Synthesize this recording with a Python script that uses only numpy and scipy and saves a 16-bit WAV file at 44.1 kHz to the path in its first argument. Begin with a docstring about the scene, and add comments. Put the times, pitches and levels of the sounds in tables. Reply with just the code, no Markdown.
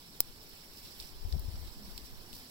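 """Outdoors, a small wood fire under a pan, heard at two microphone ports.
The fire hisses and roars softly (shaped noise), with low flares (narrow noise) and spits (noise bursts).
It cracks loudly once and ticks now and then: coloured impulses with scattered echoes.
A gust buffets the ports, mostly the left one: rumbling noise, wavering low thumps and a rough fizz."""
import sys
import numpy as np
from scipy import signal
from scipy.fft import rfft, irfft, next_fast_len
from scipy.io import wavfile
from scipy.ndimage import uniform_filter1d, map_coordinates

SR = 44100
rng = np.random.default_rng(int(sys.argv[2]) if len(sys.argv) > 2 else 0)


def master_out(mix):
    """Clip the mix to full scale and print it as 16-bit PCM to the path in sys.argv[1]."""
    frames = np.transpose(np.atleast_2d(mix))
    ceiling = np.clip(frames, -1, 1)
    pcm = np.round(ceiling * 32767).astype(np.int16)
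    wavfile.write(sys.argv[1], SR, pcm)


N = 110250

# Source levels are nominal, ahead of the port colour.
# Wind strength before the port imbalance: (time [s], level [dB])
WIND_STRENGTH = [(0, -61), (.3, -56), (.6, -64), (.9, -54.5), (1.1, -54.5), (1.22, -45.5), (1.42, -44),
                 (1.6, -43.5), (1.75, -48.5), (1.9, -49.5), (2.1, -53.5), (2.5, -58.5)]
# Rumble spectrum: (frequency [Hz], gain [dB])
RUMBLE_TONE = [(8, 1), (25, 5.5), (40, -4), (70, -10.5), (120, -17.5), (250, -28.5), (500, -36),
               (1500, -68), (4000, -120)]
# Eddies at each port: (time [s], length, 4 sigma [s], level [dB], mean pitch [Hz])
EDDIES_LEFT = [(1.01, 0.063, -44, 39.9), (1.13, 0.047, -41, 35.1), (1.225, 0.069, -31.5, 26.05),
               (1.257, 0.019, -24, 45), (1.275, 0.024, -30, 112.7), (1.342, 0.049, -20, 65),
               (1.366, 0.023, -30, 130), (1.39, 0.044, -26, 54.74), (1.428, 0.063, -37, 40),
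               (1.462, 0.043, -28.5, 50), (1.488, 0.029, -26, 84.2), (1.52, 0.037, -39, 40),
               (1.545, 0.04, -31.5, 59.9), (1.575, 0.046, -34, 40), (1.6, 0.043, -36, 60.2),
               (1.628, 0.031, -34, 80.2), (1.655, 0.052, -36.5, 50), (1.78, 0.047, -42, 35),
               (1.925, 0.043, -40, 35), (1.96, 0.04, -39, 45), (2.04, 0.044, -39.5, 40.2)]
EDDIES_RIGHT = [(.4, 0.045, -53, 40), (0.539, 0.017, -45, 40.2), (1.049, 0.026, -41, 45),
                (1.17, 0.047, -39.5, 35), (1.289, 0.049, -30, 34.8), (1.25, 0.046, -46, 30),
                (1.335, 0.027, -43, 60), (1.358, 0.05, -36, 55), (1.39, 0.062, -38, 30),
                (1.425, 0.055, -36, 35), (1.475, 0.041, -43, 35), (1.54, 0.057, -38, 35),
                (1.575, 0.029, -44, 45), (1.685, 0.031, -34.5, 45), (1.72, 0.022, -46, 45),
                (1.855, 0.047, -40, 45.3)]
# Fizz spectrum: (frequency [Hz], gain [dB])
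FIZZ_TONE = [(100, -6), (200, 0), (400, -1), (800, -4), (1200, -30), (3000, -120)]
# Roar level before trim and flutter: (time [s], level [dB])
ROAR_LEVEL = [(0.0, -62.5), (0.44, -61), (0.59, -61), (1.29, -60), (1.41, -59), (1.87, -59), (2.35, -59.5),
              (2.5, -62)]
# Roar spectrum: (frequency [Hz], gain [dB])
ROAR_TONE = [(40, 4), (100, 1), (220, 0), (400, -2.5), (550, -8.5), (1000, -7), (1500, -17), (3000, -51)]
# Roar power common to both ports: (frequency [Hz], share [0-1])
ROAR_COMMON = [(100, 1), (350, 0.92), (600, 1), (1500, 0.6)]
# Hiss level before trim, flutter and crackle: (time [s], level [dB])
HISS_LEVEL = [(0, -58.7), (.31, -59.1), (.57, -58.9), (.91, -56.6), (1.09, -58.7), (1.46, -58.7),
              (1.7, -57.8), (2.04, -57.9), (2.5, -57.9)]
# Hiss spectrum: (frequency [Hz], gain [dB])
HISS_TONE = [(700, -17.5), (1500, 2), (3000, 3), (8000, -0.5), (16000, -1)]
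# Hiss power common to both ports: (frequency [Hz], share [0-1])
HISS_COMMON = [(1000, 0.2), (2500, 0.49), (5000, 0.066), (12000, 0.086)]
# Short low swells of the flame: (time [s], length, 2 sigma [s], level [dB], centre [Hz])
FLARES = [(0.093, 0.071, -60, 175), (0.527, 0.031, -63, 364), (1.774, 0.037, -57, 248),
          (1.85, 0.092, -53, 211), (1.992, 0.035, -55, 276), (2.24, 0.085, -60.5, 129),
          (2.423, 0.091, -61, 247)]
# Spits, level before the swell: (time [s], half-length [s], level [dB], brightness [dB/octave])
SPITS = [(0.44, 0.035, -55, 8), (0.782, 0.041, -54.5, -2), (0.863, 0.057, -55.5, -7),
         (.92, .035, -58.5, -6.5), (0.991, 0.034, -50.5, 10), (1.006, 0.027, -53, -1),
         (1.025, 0.032, -55, -5.5), (1.057, 0.034, -56.5, -3.5), (1.561, 0.013, -55, -15),
         (1.665, 0.049, -62.5, -11.5), (2.059, 0.022, -57, -2), (2.337, 0.013, -53, -4),
         (2.355, 0.034, -52, -2.5), (2.387, 0.048, -55, 1)]
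# Ticks: (time [s], impulse level [dB], brightness [dB/octave], body pitch [Hz],
#         right lags left [ms], left over right [dB])
TICKS = [(.4930, -36.5, 7, 13000, 0.012, -2), (1, -29.5, -2.5, 3820, -0.0054, -1),
         (1.007, -39, -2, 3300, 0.16, 11), (1.013, -39.5, -5.5, 3000, .03, 6),
         (1.024, -35, -1, 3300, .03, -3), (1.2955, -43, 8, 14000, .05, -2), (1.3250, -33, -6, 4800, .05, 0),
         (1.3955, -30, 3.5, 12400, .05, 3), (1.6733, -42, -3, 4500, .05, -2),
         (1.978, -24, -.5, 3500, .02, 1), (2.33, -29, 0.5, 3300, -0.26, 1.5),
         (2.3435, -40, .3, 7500, -0.26, 2), (2.356, -39, 3, 3750, -.2, -3)]
# Tick echoes: (starting level re impulse [dB], t60 [s])
TICK_ECHOES = [(-15, .012), (-26, .03)]
# Loud crack: (time [s], impulse level [dB], right lags left [ms], left over right [dB])
CRACK = (.20464, 2.5, .09, .2)
# Crack spectrum: (frequency [Hz], gain [dB])
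CRACK_TONE = [(60, -16), (400, -4), (1200, -6), (1600, -10), (2700, -9), (3900, -10), (4500, -5),
              (6000, -4), (7800, -2), (9700, 6), (11000, 4), (12000, 2), (13200, 7.5), (14500, 1),
              (15500, 9), (16500, 9)]
# Crack balance by frequency: (frequency [Hz], extra left over right [dB])
CRACK_LEAN = [(1500, -2), (2700, 4), (4500, 2), (6000, -2), (7800, 3), (9700, 12), (11000, 2), (13200, -5),
              (14500, 9), (15500, -10)]
# Crack echoes, close and lingering: (starting level re impulse [dB], t60 [s])
CRACK_ECHOES = [(-21, .006), (-37, .04)]
# Colour of each port: (frequency [Hz], gain [dB])
PORT_LEFT = [(2000, -1.1), (4000, 1.1), (5800, -1.1), (6400, -7), (7200, -5), (8000, -11), (9000, -14),
             (10000, -10), (11300, -1.1), (14000, 3), (15500, 6)]
PORT_RIGHT = [(2000, -1.5), (3300, 0), (4200, 7), (5400, 11.5), (5800, 6.5), (6200, -6.5), (6800, -1.5),
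              (7200, 2), (8000, 6), (8700, 0.7), (9100, -3.5), (10000, 2), (11000, 2.5), (13000, -0.5),
              (14500, 0), (15500, -47), (16200, -55)]

# Left port gains WIND_LEAN dB per dB of wind over calm, right port loses it.
WIND_LEAN, CALM_DB = 0.17, -53
EDDY_OVERTONE_SHARE, EDDY_PITCH_WAVER = .15, .22
FIZZ_DB, FIZZ_EXPONENT = -25, 1.6  # re the strongest eddy swell; fizz grows steeper than the thump
LEFT_LAG_S = .00022  # common flame noise reaches the right port first
FLARE_WIDTH = 0.16  # sigma, share of the centre
TICK_LOW_HZ, TICK_ECHO_TILT_DB_PER_OCT = 2000, -3
BODY_DB, BODY_WIDTH = 8, .22  # twig ring over the snap; sigma, share of its pitch
CRACK_ECHO_TILT_DB_PER_OCT = 1
PUSH_DB, PUSH_DECAY_S = -40.5, 0.016  # pressure dip after the crack, re its impulse
HISS_TOP_HZ, TOP_HZ, EDGE_HZ = 15900, 16900, 900


def amp(db):
    """dB to gain."""
    return 10 ** (np.asarray(db) / 20)


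def unit(x):
    """Scale to rms 1."""
    return x / np.sqrt(np.mean(x ** 2) + 1e-20)


def along(points, hz):
    """Interpolate (Hz, value) points on a log axis."""
    f, v = np.transpose(points)
    return np.interp(np.log(hz + 1), np.log(f + 1), v)


def curve(rows):
    """Interpolate (s, value) rows to one value per sample."""
    s, v = np.transpose(rows)
    return np.interp(np.arange(N) / SR, s, v)


def wobble(knots_per_s):
    """Smooth random curve."""
    knots = rng.standard_normal(int(N * knots_per_s / SR) + 4)
    return map_coordinates(knots, [np.arange(N) * knots_per_s / SR])


def filtered(x, response):
    """Apply a complex frequency response."""
    n = x.shape[-1]
    m = 2 * next_fast_len(n // 2 + 4096)
    return irfft(rfft(x, m) * response(np.fft.rfftfreq(m, 1 / SR)), m)[..., :n]


def causal(gain):
    """Minimum-phase response with this gain, via the folded cepstrum."""
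    c = irfft(np.log(gain))
    c[1:len(c) // 2] *= 2
    c[len(c) // 2 + 1:] = 0
    return np.exp(rfft(c))


def tilt(db_per_octave, low_hz):
    """Spectral slope over a steep high-pass, scaled to leave white-noise power unchanged."""
    def response(hz):
        slope = (hz + 700) ** (db_per_octave / 6)
        high_pass = ((hz + 30) / np.hypot(hz + 30, low_hz)) ** 3
        return causal(unit(slope * high_pass))
    return response


def shaped_noise(tone):
    """Independent noise at each port with the given spectrum, rms 1."""
    return unit(filtered(rng.standard_normal((2, N)), lambda hz: amp(along(tone, hz))))


def rumble():
    """Wind pressure noise: lumpy low noise, each port its own."""
    strength_db = curve(WIND_STRENGTH)
    lean_db = WIND_LEAN * (strength_db - CALM_DB) * [[1], [-1]]
    lumps = amp(5.4 * np.array([wobble(14.2), wobble(12)]))
    return amp(strength_db + lean_db) * unit(lumps * shaped_noise(RUMBLE_TONE))


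def eddies():
    """Single eddies thump a port with a wavering low tone and shed a rough fizz."""
    thumps, swells = np.zeros((2, N)), np.zeros((2, N))
    t = np.arange(N) / SR
    for side, rows in enumerate([EDDIES_LEFT, EDDIES_RIGHT]):
        for s, length_s, db, mean_hz in rows:
            pitch_hz = mean_hz * (1 + EDDY_PITCH_WAVER * wobble(50))
            phase = 2 * np.pi * (np.cumsum(pitch_hz) / SR + rng.random())
            shape = np.sin(phase)
            shape += EDDY_OVERTONE_SHARE * np.sin(2 * phase + 1)
            shape += EDDY_OVERTONE_SHARE ** 2 * np.sin(3 * phase + 2)
            swell = amp(db) * np.exp(-.5 * (4 * (t - s) / length_s) ** 2)
            thumps[side] += swell * shape
            swells[side] += swell
    fizz_level = swells * (swells / swells.max()) ** (FIZZ_EXPONENT - 1)
    return thumps + amp(FIZZ_DB) * fizz_level * shaped_noise(FIZZ_TONE)


def wind():
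    """Turbulence at the ports: broad rumble plus single eddies."""
    return rumble() + eddies()


def flame_noise(tone, common_share, patchy_db):
    """Noise with random level patches in time and frequency, from the right, partly common, rms 1."""
    z = signal.stft(rng.standard_normal((3, N)), nperseg=512)[2]
    patches = uniform_filter1d(rng.standard_normal(z.shape[1:]), size=5, axis=0)
    patches = uniform_filter1d(patches, size=3, axis=1)
    patchy = signal.istft(z * amp(patchy_db * unit(patches)), nperseg=512)[1]
    common, left, right = patchy[:, :N]

    def share(hz):
        return np.clip(along(common_share, hz), 0, 1)

    def delay(hz):
        return np.exp(-2j * np.pi * hz * [[LEFT_LAG_S], [0]])

    both = filtered(common, lambda hz: np.sqrt(share(hz)) * delay(hz))
    own = filtered(np.array([left, right]), lambda hz: np.sqrt(1 - share(hz)))
    return unit(filtered(both + own, lambda hz: amp(along(tone, hz))))


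def roar():
    """Low flame noise, fluttering in level."""
    level_db = curve(ROAR_LEVEL) + 4 + 0.71 * wobble(15.0)
    return amp(level_db) * flame_noise(ROAR_TONE, ROAR_COMMON, patchy_db=1.0)


def hiss():
    """High flame noise with a fine crackle: random single samples are raised."""
    crackle = amp(rng.uniform(0, 8.2, N) * (rng.random(N) < .02))
    level_db = curve(HISS_LEVEL) + 3 + 0.6 * wobble(10) + 0.56 * wobble(50.02)
    return amp(level_db) * crackle * flame_noise(HISS_TONE, HISS_COMMON, patchy_db=2.0)


def flares():
    """Flame swells: narrow low noise that rises and fades, alike at both ports."""
    out, t = np.zeros(N), np.arange(N) / SR
    for s, length_s, db, centre_hz in FLARES:
        band = filtered(rng.standard_normal(N),
                        lambda hz: np.exp(-.5 * ((hz / centre_hz - 1) / FLARE_WIDTH) ** 2))
        swell = np.exp(-.5 * (2 * (t - s) / length_s) ** 2)
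        out += amp(db) * swell * unit(band)
    return out


def spits():
    """Steam from the wood: brief noise bursts, roughened by a fast random level."""
    out, t = np.zeros((2, N)), np.arange(N) / SR
    for s, half_length_s, db, bright_db in SPITS:
        near = np.abs(t - s) < half_length_s
        swell = np.cos(np.pi / 2 * (t[near] - s) / half_length_s) ** 2
        roughness = amp(2.3 * wobble(300)[near])
        burst = unit(filtered(rng.standard_normal((2, near.sum())), tilt(bright_db, 2940)))
        out[:, near] += amp(db) * swell * roughness * burst
    return out


def snap(row, colour, echoes, echo_tilt_db, push=0):
    """Sharp impulse with scattered echoes off pan, bricks and ground, placed at both ports."""
    s, db, right_lag_ms, pan_db = row
    out, t = np.zeros((2, N + SR)), np.arange(SR // 8) / SR
    decay = sum(amp(level_db - 60 * t / t60_s) for level_db, t60_s in echoes)
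    scatter = decay * (t > 3e-4) * rng.standard_normal((2, len(t)))
    impulse = t == 0
    sound = filtered(impulse + filtered(scatter, tilt(echo_tilt_db, 1000)), colour)
    sound = sound - push * np.exp(-t / PUSH_DECAY_S)
    for side, delay_s in enumerate([0, right_lag_ms / 1000]):
        start = round((s + delay_s) * SR)
        out[side, start:][:len(t)] = amp(db + pan_db * (.5 - side)) * sound[side]
    return out[:, :N]


def twig(bright_db, body_hz):
    """Colour of a tick: spectral slope with the twig's broad ring on it."""
    def response(hz):
        ring = amp(BODY_DB * np.exp(-.5 * ((hz / body_hz - 1) / BODY_WIDTH) ** 2))
        return tilt(bright_db, TICK_LOW_HZ)(hz) * causal(ring)
    return response


def ticks():
    """Small thin snaps, each coloured by its twig."""
    out = np.zeros((2, N))
    for s, db, bright_db, body_hz, *place in TICKS:
        out += snap((s, db, *place), twig(bright_db, body_hz), TICK_ECHOES, TICK_ECHO_TILT_DB_PER_OCT)
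    return out


def crack():
    """Loud crack of a splitting stick, with a slow pressure dip under it."""
    def colour(hz):
        tone_db, lean_db = along(CRACK_TONE, hz), along(CRACK_LEAN, hz)
        return np.array([causal(amp(tone_db + half * lean_db)) for half in (.5, -.5)])
    return snap(CRACK, colour, CRACK_ECHOES, CRACK_ECHO_TILT_DB_PER_OCT, amp(PUSH_DB))


def scene():
    """Wind and fire at the two ports; roar, hiss and spits are low-passed at HISS_TOP_HZ."""
    fire_noise = filtered(roar() + hiss() + spits(), lambda hz: hz < HISS_TOP_HZ)
    return wind() + fire_noise + flares() + ticks() + crack()


def record(dry):
    """Each port colours the sound in its own way; nothing passes above the band limit."""
    def response(hz):
        ports = np.array([causal(amp(along(p, hz))) for p in (PORT_LEFT, PORT_RIGHT)])
        return ports * np.clip((TOP_HZ - hz) / EDGE_HZ, 0, 1) ** 2
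    return filtered(dry, response)


dry = scene()
out = record(dry)
master_out(out)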